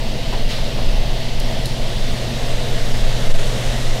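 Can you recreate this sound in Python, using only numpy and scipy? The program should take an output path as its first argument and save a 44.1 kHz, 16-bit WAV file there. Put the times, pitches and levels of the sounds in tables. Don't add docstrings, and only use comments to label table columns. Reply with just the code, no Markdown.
import sys
import numpy as np
from scipy import signal
from scipy.fft import rfft, irfft
from scipy.io import wavfile
from scipy.ndimage import uniform_filter1d

SR = 44100
rng = np.random.default_rng(int(sys.argv[2]) if len(sys.argv) > 2 else 0)


def unload_audio(sound):
    columns = np.transpose(np.atleast_2d(sound))
    steps = np.round(np.clip(columns, -1, 1) * 32767)
    wavfile.write(sys.argv[1], SR, steps.astype(np.int16))


N = 176400
T = np.arange(N) / SR


def amp(db):
    return 10 ** (np.asarray(db) / 20)


def unit(x):
    return x / np.sqrt(np.mean(x ** 2) + 1e-20)


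def at_hz(points, hz):
    f, value = np.transpose(points)
    return np.interp(np.log(hz + 1), np.log(f + 1), value)


def at_time(points, t):
    return np.interp(t, *np.transpose(points))


def noise(colour):
    gain = amp(at_hz(colour, np.fft.rfftfreq(N, 1 / SR)))
    return unit(irfft(rfft(rng.standard_normal(N)) * gain, N))


def wander(rate_hz):
    f = np.fft.rfftfreq(N, 1 / SR)
    lowpass = np.exp(-(f / rate_hz) ** 2) * (f > 0)
    return unit(irfft(rfft(rng.standard_normal(N)) * lowpass, N))


def burst(start, rise_s, t60_s):
    t = T - start
    return np.clip(t / rise_s, 0, 1) * amp(-60 * np.maximum(t - rise_s, 0) / t60_s)


def tone(hz, waver_db, drift=0):
    turns = np.cumsum(hz * (1 + drift * wander(rate_hz=1.74))) / SR + rng.random()
    return unit(np.sin(2 * np.pi * turns) * amp(waver_db * wander(rate_hz=2.37)))


def distant(hits, colour, rise_s, t60_s):
    return noise(colour) * sum(amp(db) * burst(start, rise_s, t60_s) for start, db in hits)


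def knocks():
    # start in seconds, level in dB.
    hits = [(.326, -24.5), (.776, -28)]
    # frequency in Hz, relative level in dB.
    colour = [(150, -10), (450, -2), (850, 3), (1300, -8.5), (2500, -12), (8000, -36), (15000, -50)]
    return distant(hits, colour, rise_s=0.002, t60_s=0.22)


def scuff():
    # start in seconds, level in dB.
    hits = [(.482, -26)]
    # frequency in Hz, relative level in dB.
    colour = [(400, -20), (1200, -6), (2200, -2.5), (4000, 2.5), (5500, -7), (8000, -16), (15000, -29)]
    return distant(hits, colour, rise_s=0.028, t60_s=0.5)


def ticks(hold_s=0.0028, snap_t60_s=0.009, ring_t60_s=0.24):
    # start in seconds, level in dB, ring level in dB relative to the snap.
    hits = [(1.4, -27.5, -20), (1.6568, -25.5, -12)]
    # frequency in Hz, relative level in dB.
    snap_colour = [(1500, -25), (3200, -10), (4000, 9), (5500, -3), (7200, 0), (8400, -8), (9400, 3),
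                   (10500, -5), (11400, -2), (12800, -14), (15500, -8.5)]
    ring_colour = [(2000, -22), (4200, -2), (6500, -2), (8300, -6), (9500, 1), (10500, -6), (11400, 2),
                   (12300, -13), (15500, -17)]
    out = np.zeros(N)
    for start, db, ring_db in hits:
        snap = (T >= start) * amp(-60 * np.maximum(T - start - hold_s, 0) / snap_t60_s)
        ring = amp(ring_db) * burst(start, hold_s, ring_t60_s)
        out += amp(db) * (snap * noise(snap_colour) + ring * noise(ring_colour))
    return out


def buffeting(level_db=-14.5, gust_at_s=3.331, gust_width_s=0.092, gust_hz=11.5, gust_db=-1.5):
    # frequency in Hz, relative level in dB.
    colour = [(3, -41), (7, -9), (11, -2), (15, -2), (23, -5), (32, -16), (48, -20), (60, -28), (78, -32.5),
              (100, -34), (250, -76)]
    # time in seconds, gain in dB.
    swells = [(0, 2.5), (.22, -4.5), (.4, 2), (.6, -2), (1.0, 3), (1.28, -3), (1.6, 0.5), (1.85, -3.5),
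              (2.0, 2.5), (2.6, -3.5), (2.9, 2), (3.6, -2), (4, -2)]
    rumble = amp(level_db + at_time(swells, T)) * noise(colour)
    t = T - gust_at_s
    gust = -amp(gust_db) * np.cos(2 * np.pi * gust_hz * t)
    crossfade = np.exp(-(t / gust_width_s) ** 2)
    return rumble * (1 - crossfade) + gust * crossfade


def motors(mains_hz=60.015, buzz_db=-0.5):
    # time in seconds, level in dB.
    hum_level = [(0, -33), (.8, -31), (2, -29), (3.2, -27.5), (4, -27)]
    # multiple of the mains frequency, level in dB relative to buzz_db.
    harmonics = [(4, -44.5), (6, -50.5), (8, -51.5), (10, -49.5), (12, -49.5), (14, -54), (24, -57),
                 (34, -56), (36, -57), (44, -62), (58, -63), (60, -58), (66, -58), (72, -53.5), (73, -55),
                 (74, -61), (78, -58.4), (79, -58), (80, -66), (81, -59)]
    hum = amp(at_time(hum_level, T)) * tone(2 * mains_hz, waver_db=0.47)
    buzz = sum(amp(buzz_db + db) * tone(k * mains_hz, waver_db=3) for k, db in harmonics)
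    return hum + buzz


def fan_blades(level_db=-1):
    # pitch in Hz, level in dB relative to level_db.
    blade_tones = [(135.4, -36), (145.9, -46), (162.5, -44.3), (189.6, -43.5), (206.9, -51), (230.0, -47.5),
                   (243.8, -43.5), (487.5, -47), (647.2, -47.5), (649.9, -48), (677.0, -47), (731.3, -56),
                   (866.5, -60.5), (893.6, -50), (1543.5, -57.5), (1787.1, -61)]
    return sum(amp(level_db + db) * tone(hz, waver_db=2, drift=0.00099) for hz, db in blade_tones)


def air_rush(level_db=-26.5, patch_db=0.84, flutter_db=0.24):
    # frequency in Hz, relative level in dB.
    colour = [(30, -5), (70, 3), (110, -2.5), (150, -2.5), (180, -2.5), (222, 2.5),
              (255, -2.5)] + [(160, -35), (280, -4), (343, -6), (405, -4), (557, -1.5), (659, -1.5),
              (729, -5), (767, -9), (863, -9), (970, -12), (1450, -16.5), (1960, -11), (2440, -14),
              (2840, -10.5), (3850, -10.5), (7040, -22), (14000, -34), (15500, -42)][1:]
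    # time in seconds, gain in dB.
    ride = [(0, -1.34), (1.0, -0.7), (2.0, -0.75), (2.6, .4), (4, .5)]
    # time in seconds, amount of upward tilt (0 is halfway).
    tilt = [(0, -0.56), (.7, -0.33), (1.1, -0.66), (1.6, -0.3), (2.1, 0.084), (2.6, 0.024), (3.1, 0.37),
            (3.5, 0.88), (4, 0.56)]
    # frequency in Hz, gain in dB.
    tilt_eq = [(100, -0.5), (290, -2), (410, 2), (620, 0.7), (900, 0), (1400, 4), (2000, 2), (2900, -0.8),
               (3600, 1.2), (4600, -1), (6800, 4.5), (9500, 4.5), (14000, 0.5)]
    frames = dict(nperseg=2048, noverlap=1536)
    hz, t, spectrum = signal.stft(noise(colour), SR, **frames)
    patches = uniform_filter1d(rng.standard_normal(spectrum.shape), size=24, axis=0)
    patches = unit(uniform_filter1d(patches, size=10, axis=1))
    moving_eq_db = at_hz(tilt_eq, hz)[:, None] * at_time(tilt, t) + patch_db * patches
    air = signal.istft(spectrum * amp(moving_eq_db), **frames)[1][:N]
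    return air * amp(level_db + at_time(ride, T) + flutter_db * wander(rate_hz=6))


def scene():
    bed = air_rush() + fan_blades() + motors() + buffeting()
    return (bed + knocks() + scuff() + ticks())[None]


def record(dry):
    ceiling, knee_hardness, cutoff_hz = 0.8, 4.3, 15800
    squeezed = dry / (1 + abs(dry / ceiling) ** knee_hardness) ** (1 / knee_hardness)
    lowpass = signal.firwin(1023, cutoff_hz, window=("kaiser", 10), fs=SR)
    return signal.oaconvolve(squeezed, lowpass[None], "same")


dry = scene()
out = record(dry)
unload_audio(out)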